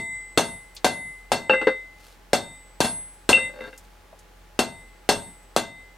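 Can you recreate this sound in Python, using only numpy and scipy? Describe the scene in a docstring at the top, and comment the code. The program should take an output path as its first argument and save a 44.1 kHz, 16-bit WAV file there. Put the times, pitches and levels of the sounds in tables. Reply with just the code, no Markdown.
"""An anvil is already ringing from a blow just before the start; more blows follow, three or four to a round.
A smith draws out a red-hot bar in a small workshop: each blow is a sliding thump, noise and damped modes.
Between rounds the hammer drops on the bare face and bounces, exciting the same anvil modes more in step.
Ticks, flakes and sliding grit are shaped noise; a forge blower hums behind as wavering sines over air noise.
A gain control ducks at each blow, so the ring hangs level while it recovers."""
import sys
import numpy as np
from scipy import signal
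from scipy.fft import rfft, irfft
from scipy.io import wavfile
from scipy.ndimage import uniform_filter1d, minimum_filter1d

SR = 44100
rng = np.random.default_rng(int(sys.argv[2]) if len(sys.argv) > 2 else 0)


def master_out(mix):
    """Clip the mix to full scale and print it as 16-bit PCM to the path in sys.argv[1]."""
    frames = np.transpose(np.atleast_2d(mix))
    ceiling = np.clip(frames, -1, 1)
    pcm = np.round(ceiling * 32767).astype(np.int16)
    wavfile.write(sys.argv[1], SR, pcm)


N = 263277
T = np.arange(N) / SR
RING = T[:SR]  # one second of age for each struck sound
HZ = np.maximum(np.fft.rfftfreq(SR, 1 / SR), 1)

# Blows on the bar. Each row: start in seconds, force in dB, extra level of the anvil's low note in dB,
# extra level of its shimmer in dB, shimmer centre in Hz.
BLOWS = [(-.11, 8, 14, 15.5, 8000), (.375, -6, 6.5, 19.5, 8980), (.845, 1.5, 12.5, 13.5, 9400),
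         (1.318, 2.5, 9.5, 9, 8000), (2.332, -4, 3.5, 16, 8160), (2.8041, -7.5, -4, 23.5, 9400),
         (2.845, -24.5, 0, 19.5, 9250), (3.291, -4, 9.5, 22.5, 8460), (4.591, -5, 3.5, 13.5, 8660),
         (5.090, -2.5, -5.5, 18, 8750), (5.5633, -3, 6.5, 5.5, 8530)]
# Anvil stand and held bar. Each row: mode in Hz, level in dB, t60 in seconds.
STAND_MODES = [(111, -33.5, 0.11), (178.3, -22.5, 0.35), (223.4, -17, 0.25), (244.5, -1, .16),
               (341, -16.5, 0.27), (422, -6, 0.21), (565, 2, 0.12), (571, -14, 0.21), (669, -10, 0.26),
               (743.5, 1, 0.12), (815, 1.5, 0.049), (916, -14.5, 0.3)]


def blows(contact_s=0.00025, crack_db=0, crack_t60_s=0.11, bright_db=4.5, dulling_db_per_db=0.24,
          middle_db=(5.5, 5.5), middle_scatter_db=3.5, body_db=-1.62, body_db_per_db=0.74):
    """Each blow: thump, crack of breaking scale, clatter, stand and anvil; all but the thump grow slowly with force."""
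    out = np.zeros((2, N))
    contact = 1 - np.exp(-RING / contact_s)
    crack_colour = [(100, -23.5), (900, 0.5), (5000, -14.0), (12000, -22.5), (16000, -40)]  # (Hz, dB)
    for start_s, force_db, note_db, shimmer_db, shimmer_hz in BLOWS:
        crack = undb(crack_db) * noise(crack_colour, size=SR) * fade(crack_t60_s)
        # a harder blow sinks deeper into the soft iron and clatters duller
        chatter = clatter(bright_db - dulling_db_per_db * force_db)
        # second and third anvil modes
        middle = np.array(middle_db) + middle_scatter_db * rng.standard_normal(2)
        fed_db = [note_db, *middle, *shimmer(shimmer_db, shimmer_hz)]
        body = crack + chatter + ring(STAND_MODES) + anvil(start_s, fed_db)
        body_gain = undb(body_db + body_db_per_db * force_db)
        add(out, start_s, thump(force_db) + body_gain * contact * body)
    return out


def thump(force_db, start_hz=1500, end_hz=190, yield_s=0.001363, peak_s=0.0016, db=13,
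          quickness=1.09, quicken_octaves_per_db=0.075):
    """Hammer sinks into soft iron: a shove of a few cycles, slowing as it yields; harder is shorter and higher."""
    quick = quickness * 2 ** (quicken_octaves_per_db * force_db)  # scales all pitches and rates
    hz = quick * (end_hz + (start_hz - end_hz) * np.exp(-quick * RING / yield_s))
    age = quick * RING / peak_s
    envelope = (age * np.exp(1 - age)) ** 2
    return undb(db + force_db) * envelope * np.sin(2 * np.pi * np.cumsum(hz) / SR)


# Anvil modes, six leading ones first. Each row: mode in Hz, level in dB, t60 in seconds,
# phase between the ears in radians.
ANVIL_MODES = [(2047, -24.5, .68, -.3), (2710, -12, .17, 0), (3677, -25, .33, -.2), (7990, -44, .95, -.1),
               (8497, -28, .34, 0), (9380, -27, .52, -2.5), (1575, -16, .14, .4), (3423, -26, .13, -.6),
               (4135, -28, .16, .7), (4450, -4, .16, .3), (5280, -20, .15, .6), (6052, -20, .18, -.4),
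               (6460, -24, .15, .8), (7000, -33, .32, -.6), (7380, -29, .16, .5), (8200, -21, .14, -.9),
               (9162, -26, .18, 1.1), (10750, -22, .13, .2), (11978, -32, .33, 0), (12110, -39, .26, .3)]
# Hammer resting on the face, draining the ring. Each row: start in seconds, end in seconds,
# extra loss in dB per second.
RESTS = [(1.76, 1.9, 22), (3.462, 3.82, 209)]


def anvil(start_s, fed_db, in_step=False, twin_db=-4, split_hz=55, twin_t60_s=0.072):
    """Anvil modes, each beating at first against a short-lived twin; bare steel starts them in step."""
    twins = [(hz + split_hz, db + twin_db, twin_t60_s, -lag) for hz, db, _, lag in ANVIL_MODES]
    modes = ring(ANVIL_MODES, fed_db, in_step=in_step) + ring(twins, fed_db, in_step=in_step)
    lost_db = 0
    for rest_s, lift_s, loss_db_s in RESTS:
        rested_s = np.clip(start_s + RING, rest_s, lift_s) - np.clip(start_s, rest_s, lift_s)
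        lost_db = lost_db + loss_db_s * rested_s
    return modes * undb(-lost_db)


def shimmer(db, centre_hz, fall_db_per_khz=15, depth_db=11.5):
    """Extra dB of three leading high anvil modes: fed less away from the centre, down to a set depth."""
    away_khz = np.abs(np.array(ANVIL_MODES)[3:6, 0] - centre_hz) / 1000
    return db - np.minimum(fall_db_per_khz * away_khz, depth_db)


# Colour of a blow's clatter. Each row: frequency in Hz, density in dB per Hz.
CLATTER_COLOUR = [(40, -17.5), (100, -8.5), (220, -3.5), (380, -1), (620, 3), (1000, -3), (2000, -16),
                  (3200, -15), (5000, -17.5), (8000, -21.5), (10500, -24.5), (12500, -28.5), (15000, -61.5)]
# Length of the clatter. Each row: frequency in Hz, t60 in seconds.
CLATTER_T60 = [(100, 0.36), (400, 0.17), (1500, 0.17), (5000, 0.17), (13000, 0.13)]


def clatter(bright_db, peak_db=15, width_hz=20):
    """Bar and scale chatter on the face and keep feeding the anvil's resonances; the treble dies first."""
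    peaks = sum(1 / (1 + ((HZ - hz) / width_hz) ** 2) for hz, *_ in ANVIL_MODES)
    resonance = np.sqrt(1 + undb(peak_db) ** 2 * peaks)
    tilt = undb(bright_db * HZ / (HZ + 2000))
    spectrum = rfft(noise(CLATTER_COLOUR, size=SR)) * resonance * tilt
    # overlapping bands, each with its own decay
    centres = np.log([hz for hz, _ in CLATTER_T60])
    out = np.zeros((2, SR))
    for row, (_, t60_s) in zip(np.eye(len(centres)), CLATTER_T60):
        share = np.interp(np.log(HZ), centres, row)
        out += irfft(spectrum * share, SR) * fade(t60_s)
    return out


# Hammer on the bare face. Each row: start in seconds, knock level in dB,
# extra level of the anvil's low note in dB, hardness of the contact 0-1.
TAPS = [(1.4954, -5, -3, 0.88), (1.535, -15.5, 7, 0), (1.614, -21, -12, 0.43), (1.670, -11.5, 4.5, 0),
        (3.3298, -10.5, 9.5, 0.76), (3.373, -16, -20, .3), (3.606, -38, -9.5, .1),
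        (3.728, -42.5, -19.5, 0.24)]


def taps(upper_db=-25, upper_scatter_db=4, contact_s=0.001, soft_db=(-25.5, -14.5), hard_gain_db=(43, 18),
         clank_db=-19, clank_octaves=0.061, clank_t60_s=0.15):
    """Steel on steel: soft contact feeds the anvil's low note, hard contact clanks roughly at its second mode."""
    out = np.zeros((2, N))
    contact = 1 - np.exp(-RING / contact_s)
    for start_s, db, note_db, hardness in TAPS:
        # second and third modes against the low note: softest level plus gain with hardness
        gained_db = np.clip(hardness, 0, 1) * np.array(hard_gain_db)
        second_db, third_db = note_db + np.array(soft_db) + gained_db
        upper = db + upper_db + upper_scatter_db * rng.standard_normal(len(ANVIL_MODES) - 3)
        clank = undb(second_db + clank_db) * burst(ANVIL_MODES[1][0], clank_octaves, clank_t60_s)
        steel = anvil(start_s, [note_db, second_db, third_db, *upper], in_step=True)
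        add(out, start_s, clank + contact * (undb(db) * knock() + steel))
    return out


# Colour of a tap's knock. Each row: frequency in Hz, density in dB per Hz.
KNOCK_COLOUR = [(60, -42.5), (200, -2), (480, -3.5), (900, -9), (1600, -4.5), (2400, -21), (3700, -25),
                (6000, -38.5), (14000, -58.5)]
# Hammer head and handle. Each row: mode in Hz, level in dB, t60 in seconds.
HAMMER_MODES = [(438.6, -3.5, 0.094), (522.2, -3, 0.17), (854, -9.5, 0.11), (1415, -17, 0.088),
                (1595, -6.5, 0.11)]


def knock(grain_db=-4, t60_s=0.12):
    """Hammer's own dull sound at one contact: dying noise plus head and handle modes."""
    return undb(grain_db) * noise(KNOCK_COLOUR, size=SR) * fade(t60_s) + ring(HAMMER_MODES, scatter_db=5.0)


# Hammer face chattering as it settles. Each row: start in seconds, end in seconds, level of one contact in dB,
# level of the handle's hum against it in dB.
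RATTLES = [(3.401, 3.60, -48.5, 8), (3.609, 3.689, -41, -16)]


def rattles(lead_db=(15, 3, 12), upper_db=-12, count=10):
    """Runs of tiny, uneven bounces: one contact sound repeated at irregular times and levels."""
    out = np.zeros((2, N))
    fed_db = [*lead_db] + [upper_db] * (len(ANVIL_MODES) - len(lead_db))
    for start_s, end_s, db, hum_db in RATTLES:
        contacts = np.zeros(SR)
        places = (np.arange(count) + rng.random(count)) / count
        ages_s = np.clip(places * (end_s - start_s), 0, .5)
        contacts[(ages_s * SR).astype(int)] = undb(db + 2 * rng.standard_normal(count))
        hum = undb(hum_db) * burst(hz=535, octaves=0.11, t60_s=0.13)
        one = knock() + hum + anvil(start_s, fed_db)
        add(out, start_s, signal.fftconvolve(one, contacts[None], axes=1))
    return out


# Ticks and knocks around the anvil. Each row: start in seconds, level in dB, centre in Hz.
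TICKS = [(0.748, -44.5, 9300), (0.765, -36, 4170), (3.776, -42.5, 7500), (4.127, -44, 654),
         (4.189, -50, 6750)]
# Bar sliding on the face as it is turned. Each row: centre in seconds, length in seconds, level in dB.
SLIDES = [(1.666, .16, -63.5), (2.066, 0.17, -56), (3.66, 0.55, -64)]
# Colour of the slide. Each row: frequency in Hz, density in dB per Hz.
SLIDE_COLOUR = [(500, -1), (2000, -3), (3800, 2), (7000, -4), (12000, -6), (16000, -19.5)]


def handling(grit_db=4, flake_count=6, flake_db=-60, flake_hz=8200, tick_octaves=0.68, tick_t60_s=0.085):
    """Small ticks, scale flakes dropping at random, and the gritty slide of the bar over loose scale."""
    out = np.zeros((2, N))
    flakes = [(s, flake_db, flake_hz) for s in rng.uniform(0, N / SR, flake_count)]
    for start_s, db, hz in TICKS + flakes:
        add(out, start_s, undb(db) * burst(hz, tick_octaves, tick_t60_s))
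    pressure = sum(undb(db) * np.exp(-(2 * (T - s) / length_s) ** 2) for s, length_s, db in SLIDES)
    # grit level jumps every 128 samples
    grit = undb(grit_db * np.repeat(rng.standard_normal(N // 128 + 1), 128)[:N])
    return out + pressure * grit * noise(SLIDE_COLOUR, size=N)


# Blower tones. Each row: frequency in Hz, level in dB rms.
BLOWER_TONES = [(43.3, -53.5), (87, -67.5), (173, -71), (841, -65.5)]
# Colour of the shop air. Each row: frequency in Hz, density in dB per Hz.
SHOP_COLOUR = [(20, -42.5), (33, -26.5), (50, -12.5), (90, -17.5), (200, -22), (450, -18), (800, -21.5),
               (1700, -23.5), (5000, -33.5), (16000, -41.5)]


def forge(shop_db=-56, waver_db=1.7, drift_rad=.3):
    """Blower's hum and faint whine, wavering in level and phase, over the air of the shop."""
    out = undb(shop_db) * noise(SHOP_COLOUR, size=N, side_db=-5)
    knots_s = np.arange(0, 6.2, .125)
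    for hz, db in BLOWER_TONES:
        swell, drift = (np.interp(T, knots_s, rng.standard_normal(len(knots_s))) for _ in range(2))
        tone = np.sqrt(2) * np.sin(2 * np.pi * hz * T + drift_rad * drift)
        out = out + undb(db + waver_db * swell) * tone
    return out


def workshop(dry, wet_db=-17, t60_s=0.27, damp_hz=1500):
    """A short, dull tail from the cluttered walls: convolution with dying noise."""
    colour = [(20, 0), (damp_hz, 0), (16000, -16)]
    tail = noise(colour, size=SR, side_db=-5.5) * fade(t60_s) * (1 - np.exp(-RING / 0.0022))
    # unit mean power gain below damp_hz
    tail = tail / np.sqrt(np.mean(np.abs(rfft(tail))[:, HZ < damp_hz] ** 2))
    return dry + undb(wet_db) * signal.fftconvolve(dry, tail, axes=1)[:, :N]


def ring(modes, extra_db=(), scatter_db=2, in_step=False):
    """Damped sines; the first modes are fed as given, the others by chance."""
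    fed_db = scatter_db * rng.standard_normal(len(modes))
    fed_db[:len(extra_db)] = extra_db
    phases = np.zeros(len(modes)) if in_step else rng.uniform(0, 2 * np.pi, len(modes))
    out = np.zeros((2, SR))
    for (hz, db, t60_s, *lag), fed, phase in zip(modes, fed_db, phases):
        age = RING[:int(2 * t60_s * SR)]
        # a mode radiates in lobes, so the two ears may meet it out of step
        ears = np.array([[.5], [-.5]]) * lag[0] if lag else 0
        decay = np.exp(-np.log(1000) * age / t60_s)
        out[:, :len(age)] += undb(db + fed) * decay * np.sin(2 * np.pi * hz * age + phase + ears)
    return out


def burst(hz, octaves, t60_s, rise_s=.0008):
    """A dying band of noise around one pitch."""
    hump = [(hz * 2 ** (k * octaves), -6 * k * k) for k in range(-4, 5)]
    return noise(hump, size=SR) * fade(t60_s) * (1 - np.exp(-RING / rise_s))


def noise(points, size, side_db=-11):
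    """Stereo noise of a given colour: shared part of rms 1, plus a weaker part opposed in the two ears."""
    hz = np.maximum(np.fft.rfftfreq(size, 1 / SR), 1)
    white = rng.standard_normal((2, size))
    mid, side = irfft(rfft(white) * undb(curve(points, hz)), size)
    return (mid + undb(side_db) * side * np.array([[1], [-1]])) / mid.std()


def fade(t60_s):
    """Exponential decay over one second."""
    return np.exp(-np.log(1000) * RING / max(t60_s, .002))


def curve(points, hz):
    """Read (Hz, value) points on a log-frequency axis."""
    f, value = np.transpose(points)
    return np.interp(np.log(hz), np.log(f), value)


def undb(db):
    """Decibels to gain."""
    return 10 ** (np.asarray(db) / 20)


def add(out, start_s, sound):
    """Mix a sound in at its start, cutting what falls outside."""
    start = int(round(start_s * SR))
    lo, hi = max(start, 0), min(start + sound.shape[-1], N)
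    out[:, lo:hi] += sound[..., lo - start:hi - start]


def scene(left_db=2.3, centred_hz=4500):
    """Anvil a little to the left, its treble arriving evenly; forge behind."""
    iron = workshop(blows() + taps() + rattles() + handling())
    low = signal.sosfiltfilt(signal.butter(2, centred_hz, fs=SR, output="sos"), iron)
    pan = undb(np.array([[left_db], [-left_db]]) / 2)
    return iron - low + low * pan + forge()


def record(dry, ceiling=0.81, release_db_s=85, opening_db=13, top_hz=16000):
    """Gain control ducks at once under each peak, recovers at a steady rate in dB; then a steep low-pass."""
    over_db = 20 * np.log10(np.maximum(np.abs(dry).max(axis=0) / ceiling, 1))
    over_db[0] = max(over_db[0], opening_db)  # still ducked by the blow just before
    held_db = np.maximum.accumulate(over_db + release_db_s * T) - release_db_s * T
    gain = uniform_filter1d(minimum_filter1d(undb(-held_db), size=65), size=65)
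    lowpass = signal.ellip(8, .2, 70, top_hz, fs=SR, output="sos")
    return signal.sosfilt(lowpass, dry * gain)


dry = scene()
out = record(dry)
master_out(out)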